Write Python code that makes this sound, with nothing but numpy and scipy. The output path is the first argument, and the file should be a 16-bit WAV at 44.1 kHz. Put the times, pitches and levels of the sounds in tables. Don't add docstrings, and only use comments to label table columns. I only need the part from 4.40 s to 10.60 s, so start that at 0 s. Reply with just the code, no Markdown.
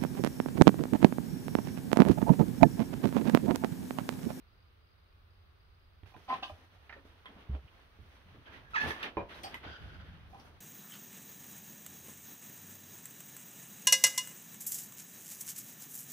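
import sys
import numpy as np
from scipy import signal
from scipy.fft import rfft, irfft, next_fast_len
from scipy.io import wavfile
from scipy.ndimage import uniform_filter1d, map_coordinates

SR = 44100
rng = np.random.default_rng(int(sys.argv[2]) if len(sys.argv) > 2 else 0)


def dump(signal):
    limited = np.clip(np.atleast_2d(signal).T, -1, 1)
    pcm = np.round(limited * 32767).astype(np.int16)
    wavfile.write(sys.argv[1], SR, pcm)


def nominal_scale(level):
    x = np.asarray(level, float) / 20
    return 10 ** x


N = 273640
TIME = np.arange(N) / SR
INSIDE_S = 1.633
LEAD = 400
LEAD_S = LEAD / SR

# f/Hz, density/dB
NIGHT_AIR = [(15, -40), (25, -10.5), (86, -3), (99, -11), (133, -19), (165, -22.5), (234, -28.5),
             (268, -28.5), (390, -26.5), (600, -30.5), (950, -31.5), (1250, -27.5), (1800, -33.5),
             (4170, -37), (4780, -43.5), (6420, -57.5), (15600, -44.5)]
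NIGHT_AIR_DB = -61.5
# t/s, length/s, level/dB
CRICKET_TRILLS = [
    (.075, 0.2, -82.5),
    (.4, .14, -82),
    (.575, .03, -84),
    (.625, .02, -84),
    (.67, 0.064, -82),
    (.78, .07, -87),
    (.897, .13, -82),
    (1.05, .06, -88),
    (1.16, 0.31, -83),
    (1.518, 0.13, -82),
]
# t/s, level/dB
NEAR_CHIRPS = [(.085, -3), (.14, -3), (.185, 4), (.232, 1), (.28, -2), (.44, -2), (.485, -2), (.53, 1),
               (.587, 1), (.635, -1), (.685, -3), (.732, -3), (.78, -2)]
CHIRP_HZ, CHIRP_FALL_HZ, CHIRP_S, CHIRP_DB, CHIRP_GAP_S = 4810, 560, .028, -80.5, .048

# t/s, length/s, level/dB
FLOOR_STEPS = [(1.606, 0.05, -58), (1.738, 0.026, -54.5), (2.078, 0.026, -56), (3.06, 0.036, -67),
               (3.22, 0.03, -58), (3.442, 0.022, -64.5), (3.587, 0.05, -54.5), (3.841, 0.14, -59),
               (3.975, 0.021, -56), (4.067, 0.19, -59), (4.195, 0.14, -63.5), (4.431, 0.046, -41.5),
               (4.654, 0.058, -62), (4.761, 0.072, -48.5), (4.914, 0.49, -59.5), (5.249, 0.063, -50.5),
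               (5.4, 0.063, -48), (5.481, 0.27, -51), (5.8, 0.17, -55), (6.046, 0.12, -59.5)]
# t/s, length/s, level/dB, weight/dB,
# dryness/dB
SCUFFS = [(1.655, 0.073, -73, -4, 2), (1.755, 0.021, -75.5, 15, 3), (1.78, 0.075, -73.5, -9, 1),
          (1.885, 0.057, -48.5, -5, -16), (2.03, 0.07, -60.5, -1.5, -2), (2.15, 0.1, -70.5, -0.5, -6),
          (2.54, 0.055, -68.5, 5.5, -18), (2.64, 0.094, -67, 0.5, -7), (2.86, 0.13, -64, 0.5, -18),
          (3.04, 0.093, -67, 3.5, -21), (3.14, 0.012, -66.5, 10, -19), (3.6, 0.16, -67.5, -2, -7.5),
          (3.87, 0.091, -68, -2.5, -13), (3.935, 0.031, -65, 5, -16), (4.05, 0.1, -58, -2.5, -18),
          (4.115, 0.032, -56, -16, -17), (4.19, 0.16, -70.5, -3, -23),
          (4.3, 0.025, -62.5, -10, -7), (4.345, 0.071, -48, -7.5, -18), (4.401, 0.095, -43.5, -0.5, -12),
          (4.469, 0.045, -45, -16, -7.5), (4.54, 0.1, -49.5, -20, -20), (4.63, 0.036, -43, -5, -24),
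          (4.7, 0.068, -66, 5, -12), (4.885, 0.049, -51.5, -7.5, -16.5), (4.935, 0.13, -56.5, -2, -8),
          (5.035, 0.074, -53, -5.5, -9), (5.1, 0.079, -54, -4.5, -29), (5.225, 0.077, -50.5, -1, -24),
          (5.32, 0.058, -56, -6.5, -18), (5.4, 0.15, -62, -1.5, -15.5), (5.57, 0.23, -64, -5, -26),
          (5.889, 0.19, -68, 6, -3.5)]
# f/Hz, density/dB
LITTER = [(59, -30), (100, 0.5), (185, -7.5), (259, -2), (355, -4), (520, -4), (714, -2), (920, -3.5),
          (1850, -7), (2280, -10.5), (3270, -11), (6030, -34), (7610, -37.5), (11400, -33.5),
          (15600, -38.5)]
STIR_DB = (-74.5, -76, -72, -69, -78)
FLICKER = (.5, .9, .9, .8, .6)
SCRAPE_SHARE, SCRAPE_DB = 0.88, -0.5
ATTACK_S, ATTACK_SHARE, RELEASE_S, RELEASE_SHARE = 0.0067, 0.11, 0.17, 2.4

# t/s, peak/dB, ring f/Hz, thud/dB, chaff/dB
TICKS = [
    (2.4943, -46.5, 1840, -14, -44),
    (2.5259, -45.5, 1910, -14, -44),
    (4.5053, -31.5, 1776, -7.5, -21),
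    (4.6292, -32, 2626, -25, -17),
    (4.9439, -49.5, 3900, -13, -39),
    (5.0374, -43, 4680, 0, -4.5),
    (5.1423, -38.5, 2033, -24, -39),
    (5.998, -57.5, 4910, 3, -8),
]
# t/s, peak/dB, thud/dB, chaff/dB
SNAPS = [(1.6342, -49, -4, -29), (1.66, -50, -12, -27), (1.765, -44, -4.5, -23), (1.9732, -55, -17, -34),
         (2.6533, -55, 6, -23), (2.857, -34.5, -22, -31), (3.1503, -43, -16, -46), (2.4958, -44, -26, -38),
         (2.5303, -42, -22, -43), (3.589, -63, 8.5, -24), (4.486, -29.5, -9.5, -22), (4.601, -44, -24, -18),
         (4.908, -55, -22, -16), (5.0341, -44, -5, 0), (5.144, -27.5, -31, -23)]
# t/s, peak/dB, ring f/Hz, t60/s
BUMPS = [
    (1.631, -46.5, 91.5, 0.07),
    (2.116, -46, 85.5, 0.094),
    (2.565, -51, 540, 0.053),
    (2.579, -61, 280, 0.093),
    (2.902, -51, 260, 0.03),
    (2.964, -47.5, 216, 0.027),
    (3.6, -50, 100, 0.062),
    (3.947, -66, 100, 0.031),
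]
# t/s, peak/dB, favoured f/Hz, contact/s, crunch/dB
NUDGES = [(1.716, -61, 850, 0.0034, -20), (1.74, -49, 850, 0.005, -20), (1.88, -36, 740, 0.016, -17),
          (1.901, -35.5, 705, 0.035, -22), (2.025, -33.5, 820, 0.0082, 0), (2.04, -41, 970, 0.017, -20),
          (2.094, -39, 690, 0.0059, -40), (2.115, -54.5, 716, 0.028, -30), (2.494, -52, 750, 0.0066, -13),
          (2.845, -53, 1033, 0.011, -14), (2.857, -48, 1020, 0.0021, -13), (3.15, -51.5, 605, 0.012, -33),
          (5.038, -36.5, 770, 0.036, -16), (5.846, -66, 800, 0.0039, -21), (5.929, -46.5, 754, 0.0042, -39),
          (5.945, -46, 800, 0.0096, -30), (5.97, -55, 850, 0.021, -23)]
# f/Hz, level/dB, t60/s
FEEDER_MODES = [(294, -2, 0.083), (612, 0, 0.084), (690, -2, 0.077), (787, 1.5, 0.049), (850, -4.5, 0.045),
                (928, 0, 0.0095), (1026, -2.5, 0.083), (1183, 4.5, 0.027), (1228, 1, 0.02),
                (1630, -11, 0.043), (1940, -12.5, 0.029), (2395, -8, 0.024)]
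# f/Hz, level/dB
CRUNCH = [(1300, -12), (1650, -7), (2150, -17), (2600, -7), (3100, 0), (3600, -7), (4200, -7), (4900, -12)]
# t/s, pitch f/Hz, level/dB
CLUCK = [
    (1.877, 264, -60),
    (1.884, 258.4, -52),
    (1.899, 256.3, -43),
    (1.903, 254.3, -31.5),
    (1.915, 256.4, -35),
    (1.928, 259.2, -31.5),
    (1.942, 257.7, -34.5),
    (1.95, 252, -53),
    (1.97, 248, -68),
]
# multiple, level/dB
CLUCK_HARMONICS = [(1, -19), (2, -31), (3, -5), (4, 0.5), (5, -11), (6, -20), (7, -19), (8, -20), (9, -22),
                   (10, -24)]
FLUTTER_HZ, FLUTTER_DEPTH = 81, .3
# t/s, peak/dB, ring f/Hz, contact/s
CHATTER = [(1.925, -50, 3800, 0.023), (2.031, -57, 3100, 0.015), (2.03, -57, 4740, 0.021),
           (1.885, -57, 4540, 0.026), (2.028, -45, 2555, 0.014), (2.051, -53, 2930, .035),
           (5.034, -51, 8300, .022), (2.5, -52.5, 1350, .025), (2.495, -48, 1900, .007),
           (2.527, -47, 1780, 0.015), (2.858, -46.5, 3200, 0.0029), (2.86, -52, 1970, 0.0084),
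           (3.276, -60, 2800, .004), (4.056, -62, 3100, .025), (4.068, -50.5, 1560, .03),
           (4.131, -60, 2400, .012), (4.142, -51, 1850, .015), (4.6, -57, 1700, .02),
           (4.245, -56, 1600, .04), (4.561, -41.5, 1100, .003), (4.575, -45, 1700, .003),
           (4.607, -43, 1200, .015), (4.658, -43, 2300, .004), (5.04, -57, 5200, .035),
           (5.036, -50, 3200, .006), (4.508, -36, 1700, 0.0027), (5.04, -46.5, 4750, 0.02),
           (5.144, -51, 13000, .002), (5.148, -84, 13100, 0.046), (5.9, -71, 11500, .19)]
# t/s, f/Hz, level/dB
BOOM = [
    (3.088, 69, -48),
    (3.1, 67.3, -36),
    (3.146, 68, -31.5),
    (3.242, 66.3, -63.5),
    (3.256, 68.5, -48.5),
    (3.27, 67.6, -70),
]
# f/Hz, level/dB, t60/s
BOOM_OVERTONES = [(125, -35.5, 0.086), (201.5, -43, 0.16), (266, -50.5, 0.16), (412, -46.5, 0.088)]
# t/s, length/s, level/dB
DRAG = [
    (4.062, 0.043, -63),
    (4.128, 0.034, -66),
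    (5.232, 0.12, -50.5),
    (5.362, 0.089, -58.5),
    (5.465, .1, -60.5),
    (5.587, 0.11, -63.5),
    (5.806, 0.051, -75),
]
# t/s, pitch f/Hz, level/dB, beak gain per harmonic/dB
SQUAWK = [
    (4.335, 1408, -52, -17),
    (4.343, 1307, -44, -2),
    (4.351, 1251, -36.5, -6.5),
    (4.357, 1062, -39.5, 0),
    (4.365, 900, -34, -3),
    (4.377, 823, -39, -2.5),
    (4.39, 849.6, -42, 0),
    (4.416, 860, -41, 0),
    (4.465, 863, -55, -8),
]
# f/Hz, level/dB
THROAT = [(400, -34), (850, -7), (1050, 2), (1350, 3), (1720, 11), (2150, 4), (2550, -1), (3400, -8),
          (4300, -11), (5100, -19), (9000, -50)]
WAVER_DB = 1.6
RASP_DB = -15
# t/s, peak/dB
KNOCK = (4.7697, -28.5)
# f/Hz, level/dB, t60/s
BOARD_MODES = [(80.4, -9, 0.15), (290, -23, 0.31), (369, 1, 0.2), (470, -7, 0.28), (497, -3, 0.51),
               (571, -7, 0.28), (690, -6.5, 0.26), (800, -9, 0.45), (1015, 1, 0.078), (1390, -31, 0.43),
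               (1830, -41, 0.34), (2130, -29, 0.21), (2400, -10, 2.0), (2500, -15, 0.57)]

# t/s, left minus right level/dB, right port lag/ms
BEARING = [
    (1.6, -13.5, -0.031),
    (1.95, -1.5, 0.17),
    (2.05, -1.5, -0.17),
    (2.5, -6, 0.077),
    (3.0, -4.5, 0.25),
    (4.3, -4.5, 0.28),
    (4.7, -4, 0.27),
    (4.8, -5.5, 0.055),
    (5.0, -3.5, 0.38),
    (6.2, -4, 0.17),
]
ROOM_T60_S, ROOM_DB = 0.18, 1
HEN_ROOM_DB, FEEDER_ROOM_DB, TICK_ROOM_DB, CHATTER_ROOM_DB = -4.5, -5.5, -3, -6
# f/Hz, level/dB
PORTS = [(60, -1.5), (110, -2), (200, 1.5), (380, -0.5), (700, -0.5), (1290, 0.5), (2380, -4.5),
         (4400, 3.5), (8120, 13), (15000, -2)]
# f/Hz, level/dB
HOUSING = [(5200, -1), (6300, 1), (6900, -9.5), (7450, -13.5), (8100, -9.5), (8700, -5.5), (10000, -7.5),
           (12500, -4.5), (15000, -7)]
# f/Hz, level/dB
BAND_END = [(15700, 0), (15950, -60)]


def unit(x):
    return x / np.sqrt(np.mean(x ** 2))


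def curve(rows, order=1):
    rows = np.array(rows)
    return np.interp(TIME, rows[:, 0], rows[:, order])


def colour(x, points, lo_hz=20, hi_hz=17000):
    size = next_fast_len(x.shape[-1], True)
    hz = np.fft.rfftfreq(size, 1 / SR) + 1
    table = np.array(points)
    gain = nominal_scale(np.interp(np.log(hz), np.log(table[:, 0]), table[:, 1]))
    edges = 1 / np.sqrt((1 + (lo_hz / hz) ** 8) * (1 + (hz / hi_hz) ** 8))
    return irfft(rfft(x, size) * gain * edges, size)[..., :x.shape[-1]]


def walk(rate, size=N):
    hold = int(SR / rate)
    levels = np.repeat(rng.standard_normal(size // hold + 1), hold)
    return unit(uniform_filter1d(uniform_filter1d(levels, hold), hold)[:size])


def air(alike_hz):
    mid, side = rng.standard_normal((2, N))
    side = colour(side, [(alike_hz / 8, -9), (alike_hz / 2.8, -11), (alike_hz, -3), (alike_hz * 3, 1)])
    return np.array([mid + side, mid - side])


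def bursts(rows, db, slow=0.92):
    t, power = TIME[::32], 0
    for (s, length, *_), peak_db in zip(rows, db):
        rise = np.clip((t - s) / (slow * (ATTACK_S + ATTACK_SHARE * length)), 0, 1)
        fall_db = -60 * np.maximum(t - s - length, 0) / (slow * (RELEASE_S + RELEASE_SHARE * length))
        power = power + (rise * nominal_scale(peak_db + fall_db)) ** 2
    return np.interp(TIME, t, np.sqrt(power))


def ring(drive, modes):
    t = np.arange(int(.3 * SR)) / SR
    body = 0
    for k, (hz, db, t60) in enumerate(modes):
        decay = nominal_scale(db - 60 * t / max(t60, .004))
        body = body + (-1) ** k * decay * np.sin(2 * np.pi * hz * t)
    return signal.fftconvolve(drive, body)


def contact(hold_s, tail_s, snap=8.3):
    t = np.arange(int(.25 * SR)) / SR
    noise, grit = rng.standard_normal((2, len(t)))
    grit = nominal_scale(0.99 * unit(uniform_filter1d(grit, size=60)))
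    fade = nominal_scale(-60 * np.maximum(t - hold_s, 0) / tail_s)
    force = noise * grit * fade * (1 + snap * np.exp(-t / 0.0021))
    return np.r_[np.zeros(LEAD), force]


def peak(x, db):
    return x * nominal_scale(db) / np.sqrt(2 * uniform_filter1d(x ** 2, size=180).max())


def add(out, x, s):
    i = int(s * SR)
    out[i:i + len(x)] += x[:N - i]


def near_cricket():
    u = np.linspace(-.5, .5, int(CHIRP_S * SR))
    tone = np.sin(2 * np.pi * np.cumsum(CHIRP_HZ - CHIRP_FALL_HZ * u) / SR)
    chirp = np.cos(np.pi * u) ** 2 * tone
    later = [(s, -2.5) for s in np.arange(.92, INSIDE_S, CHIRP_GAP_S)]
    out = np.zeros(N)
    for (s, db), chance in zip(NEAR_CHIRPS + later, rng.standard_normal((40, 2))):
        level = nominal_scale(CHIRP_DB + db + 1.5 * chance[0])
        add(out, chirp * level, s - CHIRP_S / 2 + .002 * chance[1])
    return out * np.array([[1.7], [.3]])


def night():
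    still = unit(colour(air(220), NIGHT_AIR)) * nominal_scale(NIGHT_AIR_DB + .35 * walk(3))
    trill = 1 + 0.62 * np.sin(2 * np.pi * np.cumsum(42 + 4 * walk(3.8)) / SR)
    song_points = [(4400, -30), (4720, 1), (4850, 5.0), (4980, -2), (5300, -49)]
    song = unit(colour(rng.standard_normal((2, N)), song_points))
    swell = bursts(CRICKET_TRILLS, np.array(CRICKET_TRILLS)[:, 2], slow=0.22)
    chorus = nominal_scale(-2.5) * song * trill * swell
    hum_points = [(70, -17), (84, 9), (89, 15.5), (94, 18), (110, -41)]
    hum = nominal_scale(-72) * unit(colour(rng.standard_normal(N), hum_points))
    return still + (chorus + hum + near_cricket()) * (TIME < INSIDE_S)


def shuffle():
    stumble = walk(24.95)
    moves = SCUFFS
    db, weight_db, dry_db = np.array(moves).T[2:]
    floor = bursts(FLOOR_STEPS, np.array(FLOOR_STEPS)[:, 2], slow=0.75)
    weight = bursts(moves, db + weight_db, slow=1.22)
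    scrape = bursts(moves, db + SCRAPE_SHARE * weight_db + SCRAPE_DB, slow=1.22)
    crunch = bursts(moves, db)
    chaff = bursts(moves, db + dry_db, slow=0.86)
    layers = [(floor, [(35, -14.5), (70, 2.0), (130, -6.0)], 35, 165),
              (weight, LITTER, 150, 500),
              (scrape, LITTER, 500, 1300),
              (crunch, LITTER, 1300, 5300),
              (chaff, LITTER, 5300, 16500)]
    out = 0
    for (gain, points, lo_hz, hi_hz), stir_db, flicker in zip(layers, STIR_DB, FLICKER):
        grain = unit(nominal_scale(2.4 * stumble + 1.13 * walk(60) + 0.88 * walk(300)) ** flicker)
        noise = unit(colour(air(810) * grain, points, lo_hz, hi_hz))
        out = out + noise * np.hypot(gain, nominal_scale(stir_db))
    pan_db = curve(BEARING) + 3.6
    fade_in = np.clip((TIME - INSIDE_S - .02) / 0.0065, 0, 1)
    return out * nominal_scale(np.array([pan_db, -pan_db]) / 2) * fade_in


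def ticks():
    out = np.zeros(N)
    for s, db, hz, thud_db, chaff_db in TICKS:
        force = contact(.003, 0.03, snap=1.7)
        modes = [(hz * .71, -6, .012), (hz * .93, -3, .012), (hz * 1.02, 0, .013), (hz * 1.13, -5, .01)]
        crack = colour(force, [(1000, 0), (hz, 3), (5500, -6)], 1000, 3870)
        add(out, peak(ring(force, modes), db - 0.5), s - LEAD_S)
        add(out, peak(crack, db - 2.5), s - LEAD_S)
        add(out, peak(colour(force, LITTER, 110, 670), db + thud_db), s - LEAD_S)
        add(out, peak(colour(force, LITTER, 8000), db + chaff_db), s - LEAD_S)
    for s, db, thud_db, chaff_db in SNAPS:
        snap = contact(.001, .014)
        bands = ((990, 3500, -11.0), (119, 470, thud_db), (6840, 12000, chaff_db))
        for lo_hz, hi_hz, share_db in bands:
            add(out, peak(colour(snap, LITTER, lo_hz, hi_hz), db + share_db), s - LEAD_S)
    for s, db, hz, t60 in BUMPS:
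        bump = ring(np.hanning(40), [(hz, 0, t60), (hz * 0.97, -6, t60 * .5)])
        add(out, peak(bump, db), s)
    return out


def feeder():
    out = np.zeros(N)
    shell = [(250, 7), (450, -16.5), (620, -4.5), (3000, 8)]
    for s, db, touched_hz, hold_s, crunch_db in NUDGES:
        grip = 1 + 0.0064 * rng.standard_normal(len(FEEDER_MODES))
        modes = []
        for (hz, mode_db, t60), retune in zip(FEEDER_MODES, grip):
            loss_db = min(30 * abs(np.log2(hz / touched_hz)), 20)
            modes.append((hz * retune, mode_db - loss_db, min(t60, .042)))
        hollow = colour(ring(contact(hold_s, 0.032, snap=1.0), modes), shell, 216)
        crunch = colour(contact(hold_s, 0.06, snap=.3), CRUNCH, 1290, 3640)
        chaff = colour(contact(hold_s, 0.1), LITTER, 4400)
        add(out, peak(hollow, db), s - LEAD_S)
        add(out, peak(crunch, db + crunch_db), s + 0.0043 - LEAD_S)
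        add(out, peak(chaff, db + crunch_db - 30.0), s - LEAD_S)
    return out


def cluck():
    span = slice(int(CLUCK[0][0] * SR), int(CLUCK[-1][0] * SR))
    size = span.stop - span.start
    hz = curve(CLUCK)[span] * (1 + .008 * walk(200, size))
    phase = 2 * np.pi * np.cumsum(hz) / SR
    voice = 0
    for k, db in CLUCK_HARMONICS:
        voice = voice + nominal_scale(db + 1.5 * walk(150, size)) * np.sin(round(k) * phase + k ** 2)
    throb = 1 + FLUTTER_DEPTH * np.sin(2 * np.pi * FLUTTER_HZ * TIME[:size])
    out = np.zeros(N)
    out[span] = voice * throb * nominal_scale(curve(CLUCK, order=2)[span])
    return out


def chatter():
    out = np.zeros(N)
    for s, db, hz, hold_s in CHATTER:
        modes = [(hz * .9, -5, .006), (hz * .96, -2, .008), (hz * 1.02, 0, .01), (hz * 1.09, -4, .006)]
        add(out, peak(ring(contact(hold_s, 0.049, snap=0.65), modes), db), s - LEAD_S)
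    return out


def boom():
    start = BOOM[0][0] + 0.00306
    swing = np.sin(2 * np.pi * np.cumsum(curve(BOOM) * (TIME > start)) / SR)
    stop = np.clip((BOOM[-1][0] - TIME) / 0.018, 0, 1)
    out = np.sqrt(2) * swing * nominal_scale(curve(BOOM, order=2)) * stop
    add(out, ring(np.hanning(140) / 50, BOOM_OVERTONES), start + 0.0018)
    return out


def drag():
    hollow = [(1150, -18), (1380, 0), (1500, 6.0), (1680, -2.5), (2100, -31), (3100, -5), (4100, -20),
              (4850, -12.5), (5400, -25.5)]
    song = unit(colour(air(300), hollow, 900, 5500))
    return song * nominal_scale(2.1 * walk(80)) * bursts(DRAG, np.array(DRAG)[:, 2], slow=0.76)


def squawk():
    span = slice(int(SQUAWK[0][0] * SR), int(SQUAWK[-1][0] * SR))
    size = span.stop - span.start
    db, beak_db = curve(SQUAWK, order=2)[span], curve(SQUAWK, order=3)[span]
    hz = curve(SQUAWK)[span] * (1 + .009 * walk(250, size))
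    phase = 2 * np.pi * np.cumsum(hz) / SR
    throat_hz, throat_db = np.array(THROAT).T
    voice = 0
    for k in range(1, 9):
        harmonic_db = np.interp(k * hz, throat_hz, throat_db) + WAVER_DB * walk(129, size)
        harmonic_db = harmonic_db + beak_db * (min(k, 4) - 1.5)
        voice = voice + nominal_scale(harmonic_db) * np.sin(k * phase)
    hoarse = 1 + .27 * walk(900, size)
    breath = rng.standard_normal(size) * (1 + np.cos(phase))
    rasp = unit(colour(breath, [(800, -8), (1500, 6.0), (3500, -9), (5500, -11)], 970, 5800))
    out = np.zeros(N)
    out[span] = (voice * hoarse + nominal_scale(RASP_DB + 7) * rasp) * nominal_scale(db)
    return out


def knock():
    s, db = KNOCK
    blows = np.zeros(1500)
    blows[[0, 290, 700, 1400]] = 1.07, 0.83, 0.49, 0.36
    modes = [(hz, g, min(.7 * t60, .1 if hz > 2300 else .085)) for hz, g, t60 in BOARD_MODES]
    out = np.zeros(N)
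    add(out, peak(ring(np.convolve(blows, np.hanning(18)), modes), db - 1.5), s)
    rattle_points = [(200, 5.0), (600, -4), (1000, -2), (1400, -10), (2000, -18.0), (3000, -18.5)]
    rattle = colour(contact(0.02, 0.32), rattle_points, 220, 2800)
    add(out, peak(rattle, db - 3), s - LEAD_S)
    return out


def room(x, stirred):
    t = np.arange(int(.35 * SR)) / SR
    tail = air(800)[:, :len(t)] * nominal_scale(-60 * t / ROOM_T60_S) * (t > .004)
    tail = tail / np.sqrt(np.sum(tail ** 2) / 2)
    pan_db = curve(BEARING) + 1.1
    lag = curve(BEARING, order=2) * SR / 2000
    direct = []
    for side in (1, -1):
        shifted = map_coordinates(x, [np.arange(N) + side * lag], order=2)
        direct.append(nominal_scale(side * pan_db / 2) * shifted)
    reverb = signal.fftconvolve(stirred[None], tail, axes=1)[:, :N]
    return np.array(direct) + nominal_scale(ROOM_DB) * reverb


def scene():
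    outdoors, litter = night(), shuffle()
    grit, pail, rattle, board = ticks(), feeder(), chatter(), knock()
    birds = cluck() + squawk()
    direct = pail + birds + grit + rattle + board
    stirred = nominal_scale(FEEDER_ROOM_DB) * pail + nominal_scale(HEN_ROOM_DB) * birds + nominal_scale(TICK_ROOM_DB) * grit
    stirred = stirred + nominal_scale(CHATTER_ROOM_DB) * rattle + board
    return outdoors + litter + drag() + room(direct, stirred) + boom()


def top_cut(x):
    return signal.sosfilt(signal.butter(12, 15760, fs=SR, output="sos"), x)


def record(dry):
    ports = []
    for k in range(2):
        tilt = [(hz, db * (.5 - k)) for hz, db in PORTS]
        ports.append(colour(dry[k], tilt, 4.3, 23000))
    mix = colour(np.array(ports), HOUSING + BAND_END, 5, 21000)
    return top_cut(mix)


dry = scene()
out = record(dry)
dump(out)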